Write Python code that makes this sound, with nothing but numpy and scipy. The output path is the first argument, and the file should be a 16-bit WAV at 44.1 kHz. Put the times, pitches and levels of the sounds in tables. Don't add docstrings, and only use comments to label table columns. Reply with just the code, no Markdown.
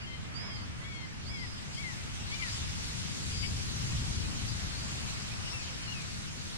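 import sys
import numpy as np
from scipy import signal
from scipy.fft import rfft, irfft, next_fast_len
from scipy.io import wavfile
from scipy.ndimage import uniform_filter1d, map_coordinates

SR = 44100
rng = np.random.default_rng(int(sys.argv[2]) if len(sys.argv) > 2 else 0)


def master_out(mix):
    frames = np.transpose(np.atleast_2d(mix))
    ceiling = np.clip(frames, -1, 1)
    pcm = np.round(ceiling * 32767).astype(np.int16)
    wavfile.write(sys.argv[1], SR, pcm)


N = 289737

# frequency_hz, relative_density_db
ROAR_SPECTRUM = [(15, -34), (40, -45), (90, -1.5), (140, 1), (200, -5), (300, -14), (450, -23.5),
                 (800, -38), (3000, -120)]
WASH_SPECTRUM = [(150, -1), (300, -4), (600, -2), (1000, -0.5), (1400, 0.5), (2100, -0.5), (3000, -4),
                 (5000, -22), (9000, -49), (12000, -60)]
BOOM_SPECTRUM = [(12, -10), (25, -8), (45, -5), (70, 0.5), (110, -1), (160, -11.5), (300, -29.5),
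                 (1500, -120)]
SEETHE_SPECTRUM = [(500, -70), (1200, -14.5), (2200, -3.5), (3200, -0.5), (4600, -0.5), (6000, -5.5),
                   (9000, -63), (12000, -60)]
HISS_SPECTRUM = [(1000, -68), (3000, -21), (5000, -3.5), (6500, -1.5), (8000, -5), (10000, -12),
                 (11800, -18), (12400, -28), (13600, -42)]
SPRAY_SPECTRUM = [(1000, -30), (2500, -2), (5000, -4), (9000, -5), (13000, -39)]
# frequency_hz, correlation
SURF_CORRELATION = [(280, -.33), (600, -.43), (1300, -.33), (2800, -.42), (6000, -.53), (13000, -.45)]
# time_s, roar_db, wash_db
SURF_LEVELS = [(0.0, -51, -53.5), (0.25, -50, -53.5), (0.45, -49.5, -50), (0.7, -49, -54),
               (1.1, -50.5, -54.5), (1.72, -48.5, -53.5), (2.5, -50.5, -52), (3.3, -46.5, -52.5),
               (4.0, -46.5, -51), (4.26, -44, -51.5), (4.6, -48, -51), (4.94, -47.5, -50), (5.15, -50, -50),
               (6.2, -49, -53), (6.57, -50, -53.5)]
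# time_s, left_over_right_db
ROAR_BALANCE = [(0, -1), (1.5, 1.5), (3.4, 3), (4.7, 5), (5.2, 3), (6.57, 2)]
# time_s, level_db
BOOM_LEVELS = [(0.0, -49.5), (0.6, -47), (1.1, -50.5), (1.3, -46.5), (1.65, -49), (2.25, -45), (2.55, -40),
               (2.8, -44.5), (2.95, -40.5), (3.1, -48), (3.44, -38.5), (3.74, -40.5), (3.95, -35),
               (4.15, -38), (4.35, -39.5), (4.75, -41.5), (5.2, -45.5), (5.7, -46), (6.57, -47)]
# time_s, hiss_db, seethe_db
FOAM_LEVELS = [(0.0, -65, -59.5), (0.8, -62, -59), (1.1, -63, -58), (1.68, -58, -55), (1.78, -56, -53.5),
               (2.25, -56, -52.5), (2.42, -53, -49.5), (2.51, -50.5, -47), (2.69, -52, -49),
               (3.3, -50.5, -49.5), (3.82, -50, -48.5), (4.34, -51.5, -50), (5.07, -52, -50.5),
               (5.6, -54, -50.5), (6.57, -55, -53.5)]
# peak_s, left_db, right_db, half_length_s
SPRAY_BURSTS = [(0.947, -62, -58, 0.013), (1.748, -58, -52, .01), (2.155, -56, -52, 0.022),
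                (6.018, -50, -54, 0.013)]
# start_s, to_turn_s, after_turn_s, start_hz, turn_hz, end_hz, left_db, right_db, fade_db
SHORT_WHISTLES = [ (0.0, .03, .03, 4800, 4750, 4750, -60, -53, 0),
                  (0.0, .01, .02, 2420, 2410, 2370, -50, -52, 2),
                  (0.008, .02, 0.04, 2940, 2880, 2740, -50, -55, 10),
                  (0.808, 0.039, 0.055, 2020, 2020, 1940, -58, -49.5, 0),
                  (1.715, 0.04, .05, 4980, 4780, 4520, -53, -60, 2),
                  (2.348, .01, 0.032, 3020, 2980, 2800, -42, -52, 0),
                  (2.468, .04, .07, 4930, 4990, 5010, -47, -53, 0),
                  (4.1, 0.065, 0.015, 5040, 4940, 4990, -48, -57, 0),
                  (4.195, .02, .022, 5180, 5160, 5080, -48, -58, 0),
                  (4.232, .015, .03, 2460, 2470, 2480, -44.5, -58, -3),
                  (4.82, .01, .07, 4780, 4730, 4500, -49, -58, 0),
                  (5.205, .01, .025, 5180, 5130, 4980, -45, -58, 0),
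                  (5.485, .02, .025, 3760, 3780, 3740, -49, -52, 0),
                  (5.778, .025, .015, 2380, 2450, 2560, -56, -50, 0),
                  (5.815, .025, .07, 3070, 3080, 2800, -57, -45.5, -8), ]
# [time_s, pitch_hz, louder_channel_db]
WHISTLE_CONTOURS = [ (-9, [(5.298, 2300, -54), (5.31, 2370, -47), (5.328, 2530, -45), (5.345, 2700, -49),
                    (5.352, 2780, -58)]), (-15, [(.338, 4520, -54), (.364, 4760, -40.5), (.44, 5100, -44),
                    (.46, 5120, -46.5), (.56, 4890, -44.5), (.586, 4745, -49), (.64, 4695, -50),
                    (.65, 4680, -65)]), (-17, [(1.255, 4060, -56), (1.266, 4315, -44), (1.28, 4740, -44),
                    (1.3, 4960, -43), (1.326, 5105, -49), (1.358, 5016, -43), (1.376, 5080, -49),
                    (1.44, 5120, -51.5), (1.49, 5000, -47), (1.535, 4930, -48), (1.57, 4950, -53),
                    (1.6, 4920, -53), (1.608, 4920, -64)]), (8, [(1.378, 4450, -56), (1.392, 4670, -45),
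                    (1.42, 4830, -51), (1.44, 4980, -51), (1.45, 5080, -62)]), (11, [(3.308, 4910, -52),
                    (3.322, 4870, -47), (3.36, 4780, -39), (3.38, 4780, -41.5), (3.405, 4770, -40),
                    (3.422, 4680, -38), (3.445, 4740, -41.5), (3.478, 4850, -41), (3.505, 4780, -54)]),
                    (21, [(4.472, 4550, -54), (4.48, 4620, -43), (4.495, 4730, -41), (4.51, 4800, -46),
                    (4.527, 4860, -44), (4.535, 4890, -58)]), (7, [(4.718, 4220, -54), (4.732, 4260, -44),
                    (4.76, 4330, -46), (4.79, 4480, -52), (4.82, 4800, -48), (4.85, 4850, -50),
                    (4.9, 4830, -52), (4.925, 4850, -60)]), (15, [(5.42, 4940, -64), (5.44, 4990, -57),
                    (5.46, 5150, -48), (5.485, 5220, -48), (5.525, 5450, -44), (5.545, 5520, -56),
                    (5.58, 5600, -54), (5.625, 5680, -50), (5.655, 5650, -62)]), ]
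# centre_hz, bandwidth_hz, gain_db
FORMANTS = [(2220, 150, -3), (2940, 220, -6.5)]
# start_s, length_s, left_db
SQUAWK_EVENTS = [(2.418, 0.025, -33.5), (3.423, 0.049, -35.5)]
# [time_s, pitch_hz, second_partial_db (louder channel),
# third_over_second_db, fourth_over_second_db]
CRY_CONTOURS = [ (3, [(4.966, 1424, -58, -6, -20), (4.98, 1440, -50, -6, -20), (5.012, 1470, -50, -12, -22),
                (5.035, 1390, -53, -14, -25), (5.055, 1340, -48, -16, -25), (5.1, 1275, -49, -16, -25),
                (5.12, 1250, -58, -16, -25)]), (4, [(5.452, 1425, -54, -9, -19),
                (5.465, 1440, -45, -9, -19), (5.485, 1460, -42, -12, -22), (5.495, 1470, -54, -12, -22)]),
                (13, [(.392, 1063, -62, 0, -14), (.41, 1095, -52, 0, -14), (.44, 1125, -53, -2, -14),
                (.475, 1120, -53, -10, -14), (.5, 1101, -48, -1, -14), (.525, 1077, -47, -3, -12),
                (.54, 1072, -60, 8, -2), (.56, 1060, -51, -1, -7), (.6, 1040, -47, -3, -9),
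                (.618, 1010, -50, -6, -8), (.63, 985, -62, -6, -8)]), (9.1, [(2.306, 1070, -51, -4, -10),
                (2.318, 1100, -40, -3, -10), (2.335, 1140, -39, -7, -14), (2.35, 1185, -38, -12, -18),
                (2.358, 1195, -52, -6, -18)]), (12, [(.058, 1055, -62, 8, -6), (.075, 1053, -50, 7, -8),
                (.1, 1042, -48.5, -2, -12), (.15, 1035, -46, -3, -13), (.17, 1025, -54, 3, -8),
                (.194, 975, -61, 2, -6)]), (13, [(1.295, 1092, -56, -6, -20), (1.315, 1130, -42.5, -8, -22),
                (1.35, 1130, -41.5, -11, -22), (1.385, 1065, -44, -5, -10), (1.42, 1036, -43, -13, -14),
                (1.455, 975, -42, -18, -18), (1.466, 900, -60, -16, -18)]),
                (8, [(5.525, 1347, -54, -23, -30), (5.536, 1345, -37, -23, -30),
                (5.57, 1313, -39, -23, -30), (5.582, 1295, -49, -23, -30), (5.61, 1260, -44, -23, -30),
                (5.635, 1200, -43, -23, -30), (5.648, 1160, -58, -23, -30)]),
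                (15, [(5.87, 1365, -58, 8, -25), (5.885, 1410, -42, -2, -25), (5.91, 1440, -41.5, -5, -25),
                (5.927, 1415, -38, -12, -25), (5.945, 1330, -48, -14, -25), (5.965, 1290, -43, -14, -25),
                (6.01, 1210, -49, -14, -25), (6.035, 1157, -52, -14, -25), (6.07, 1055, -56, -14, -25)]),
                (15, [(.83, 1060, -56, -4, -20), (.85, 1109, -48, -2, -20), (.88, 1130, -47, -6, -20),
                (.915, 1128, -45, -10, -18), (.95, 1095, -45, -4, -10), (1.01, 1065, -50, -3, -4),
                (1.05, 1030, -44.5, -8, -12), (1.068, 985, -60, -10, -14)]),
                (13, [(1.762, 1011, -62, 12, -6), (1.775, 1045, -54, 7, -6), (1.783, 1083, -40, -5, -12),
                (1.812, 1142, -40, -10, -20), (1.828, 1125, -43, -10, -20), (1.84, 1073, -37, -20, -25),
                (1.875, 1017, -36.5, -18, -25), (1.905, 978, -39.5, -14, -25), (1.93, 915, -47, -16, -25),
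                (1.955, 855, -51, -16, -25), (1.965, 840, -60, -16, -25)]),
                (11, [(2.38, 1184, -52, -16, -25), (2.39, 1190, -42, -16, -25),
                (2.406, 1174, -39, -16, -25), (2.416, 1072, -38, -14, -25), (2.432, 1027, -32.5, -12, -25),
                (2.445, 986, -41, -16, -25), (2.455, 972, -38, -16, -25), (2.48, 910, -46, -20, -25),
                (2.496, 844, -48, -20, -25)]), ]

TIME_S = np.arange(N) / SR
ANTIPHASE = np.array([[1], [-1]])


def amp(db):
    return 10 ** (np.asarray(db) / 20)


def unit_rms(x):
    return x / np.sqrt(np.mean(x ** 2) + 1e-20)


def along(points, hz):
    knots_hz, values = np.transpose(points)
    return np.interp(np.log(hz + 1), np.log(knots_hz + 1), values)


def curves(rows, t=TIME_S):
    knots_s, *columns = np.transpose(rows)
    return [np.interp(t, knots_s, column) for column in columns]


def wobble(rate_hz, size=N):
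    knots = rng.standard_normal(int(size * rate_hz / SR) + 4)
    return map_coordinates(knots, [np.arange(size) * rate_hz / SR])


def filtered(x, response):
    size = next_fast_len(N + SR // 2)
    return irfft(rfft(x, size) * response(np.fft.rfftfreq(size, 1 / SR)), size)[..., :N]


def panned(db, pan_db):
    return amp([db + pan_db / 2, db - pan_db / 2])


def water_noise(spectrum, correlation, patchy_db):
    def mid_side(hz):
        angle = np.arccos(np.clip(along(correlation, hz), -1, 1)) / 2
        return amp(along(spectrum, hz)) * [np.cos(angle), np.sin(angle)]

    cells = signal.stft(rng.standard_normal((2, N)), nperseg=512)[2]
    patches = uniform_filter1d(rng.standard_normal(cells.shape[1:]), size=8, axis=0)
    patches = unit_rms(uniform_filter1d(patches, size=10, axis=1))
    noise = signal.istft(cells * amp(patchy_db * patches), nperseg=512)[1][:, :N]
    mid, side = filtered(noise, mid_side)
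    return np.array([mid + side, mid - side]) / np.std(mid)


def far_surf():
    roar_db, wash_db = curves(SURF_LEVELS)
    roar = water_noise(ROAR_SPECTRUM, correlation=[(60, -.46), (140, -.66), (300, -.3)], patchy_db=.5)
    wash = water_noise(WASH_SPECTRUM, SURF_CORRELATION, patchy_db=1.07)
    return panned(roar_db, *curves(ROAR_BALANCE)) * roar + panned(wash_db, pan_db=-.5) * wash


def wave_boom():
    level_db, = curves(BOOM_LEVELS)
    pan_db = 3.5 + 1.5 * wobble(6)
    boom = water_noise(BOOM_SPECTRUM, correlation=[(30, .9), (70, .9), (130, .9)], patchy_db=.5)
    return panned(level_db, pan_db) * boom


def foam():
    hiss_db, seethe_db = curves(FOAM_LEVELS)
    collapse_db = .22 * wobble(7.6)
    seethe = amp(seethe_db) * water_noise(SEETHE_SPECTRUM, SURF_CORRELATION, patchy_db=2)
    hiss = amp(hiss_db) * water_noise(HISS_SPECTRUM, SURF_CORRELATION, patchy_db=1.57)
    return panned(collapse_db, pan_db=.8) * (seethe + hiss)


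def spray():
    envelope = sum(amp([[left_db], [right_db]]) * np.exp(-((TIME_S - peak_s) / half_s) ** 2)
                   for peak_s, left_db, right_db, half_s in SPRAY_BURSTS)
    return envelope * water_noise(SPRAY_SPECTRUM, SURF_CORRELATION, patchy_db=2)


def cliff_echo(x, t60_s=1.0, delay_samples=600):
    t = np.arange(SR // 2) / SR
    tail = rng.standard_normal((2, len(t))) * amp(-60 * t / t60_s)
    delayed = np.pad(x, ((0, 0), (delay_samples, 0)))
    return signal.fftconvolve(delayed, tail / np.linalg.norm(tail[0]), axes=1)[:, :N]


def short_whistles(attack_s=.012, release_s=.022):
    out = np.zeros((2, N))
    for start_s, in_s, out_s, start_hz, turn_hz, end_hz, left_db, right_db, fade_db in SHORT_WHISTLES:
        length_s = in_s + out_s
        start, size = round(start_s * SR), round(length_s * SR)
        t = np.arange(size) / SR
        before, after = np.clip(1 - t / in_s, 0, 1), np.clip((t - in_s) / out_s, 0, 1)
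        hz = turn_hz + (start_hz - turn_hz) * before ** 2.06 + (end_hz - turn_hz) * after ** 1.18
        hz = uniform_filter1d(hz, size=500, mode="nearest")
        hz *= 1 + .003 * wobble(64, size) + .003 * wobble(18.2, size)
        tone = np.sqrt(2) * np.sin(2 * np.pi * np.cumsum(hz) / SR)
        attack, release = np.minimum([attack_s, release_s], length_s / 3)
        edges = np.clip(np.minimum(t / attack, (length_s - t) / release), 0, 1)
        flutter_db = 2 * np.array([wobble(55, size) for _ in "LR"])
        gain = edges * amp([[left_db], [right_db]] + fade_db * after + flutter_db)
        out[:, start:start + size] += ANTIPHASE * gain * tone
    return out


def glide(pan_db, rows, waver, edge_s=.004):
    t = np.arange(rows[0][0], rows[-1][0], 1 / SR)
    start, size = round(t[0] * SR), len(t)
    hz, level_db, *partials_db = [uniform_filter1d(c, size=300, mode="nearest") for c in curves(rows, t)]
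    edges = np.clip(np.minimum(t - t[0], t[-1] - t) / edge_s, 0, 1)
    flutter_db = 1.5 * np.array([wobble(57.4, size) for _ in "LR"])
    far_side_db = np.minimum([[pan_db], [-pan_db]], 0)
    gain = np.sqrt(2) * edges * amp(level_db + flutter_db + far_side_db) * ANTIPHASE
    phase = 2 * np.pi * np.cumsum(hz * (1 + waver * wobble(63.6, size))) / SR
    return slice(start, start + size), phase, gain, partials_db


def long_whistles():
    out = np.zeros((2, N))
    for pan_db, rows in WHISTLE_CONTOURS:
        span, phase, gain, _ = glide(pan_db, rows, waver=.003)
        out[:, span] += gain * np.sin(phase)
    return out


def throat(hz):
    return sum((-1) ** k * amp(db) * 1j * hz * width / (centre ** 2 - hz ** 2 + 1j * hz * width)
               for k, (centre, width, db) in enumerate(FORMANTS))


def squawks(pulse_hz=371, edge_s=.0045, fade_db=-4.5):
    cycles = np.cumsum(pulse_hz * (1 + .049 * wobble(200))) / SR
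    pulses = np.diff(np.floor(cycles), prepend=0) * amp(1.7 * wobble(250))
    voice = unit_rms(filtered(pulses + .03 * rng.standard_normal(N), throat))
    envelope = np.zeros(N)
    for start_s, length_s, level_db in SQUAWK_EVENTS:
        t = TIME_S - start_s
        edges = np.clip(np.minimum(t, length_s - t) / edge_s, 0, 1) ** 2
        envelope += edges * amp(level_db + fade_db * np.clip(t / length_s, 0, 1))
    return voice * envelope * ANTIPHASE * amp([[0], [-12]])


def gull_cries():
    out = np.zeros((2, N))
    for pan_db, rows in CRY_CONTOURS:
        span, phase, gain, (third_db, fourth_db) = glide(pan_db, rows, waver=.005)
        voice = amp(-19) * np.sin(phase) + np.sin(2 * phase) + amp(third_db) * np.sin(3 * phase)
        voice += amp(fourth_db) * (np.sin(4 * phase) + amp(-6) * np.sin(5 * phase))
        out[:, span] += gain * voice
    return out


def scene():
    birds = short_whistles() + gull_cries() + long_whistles() + squawks()
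    return birds + amp(-15) * cliff_echo(birds) + far_surf() + wave_boom() + foam() + spray()


def record(dry):
    return filtered(dry, lambda hz: hz < 13640)


dry = scene()
out = record(dry)
master_out(out)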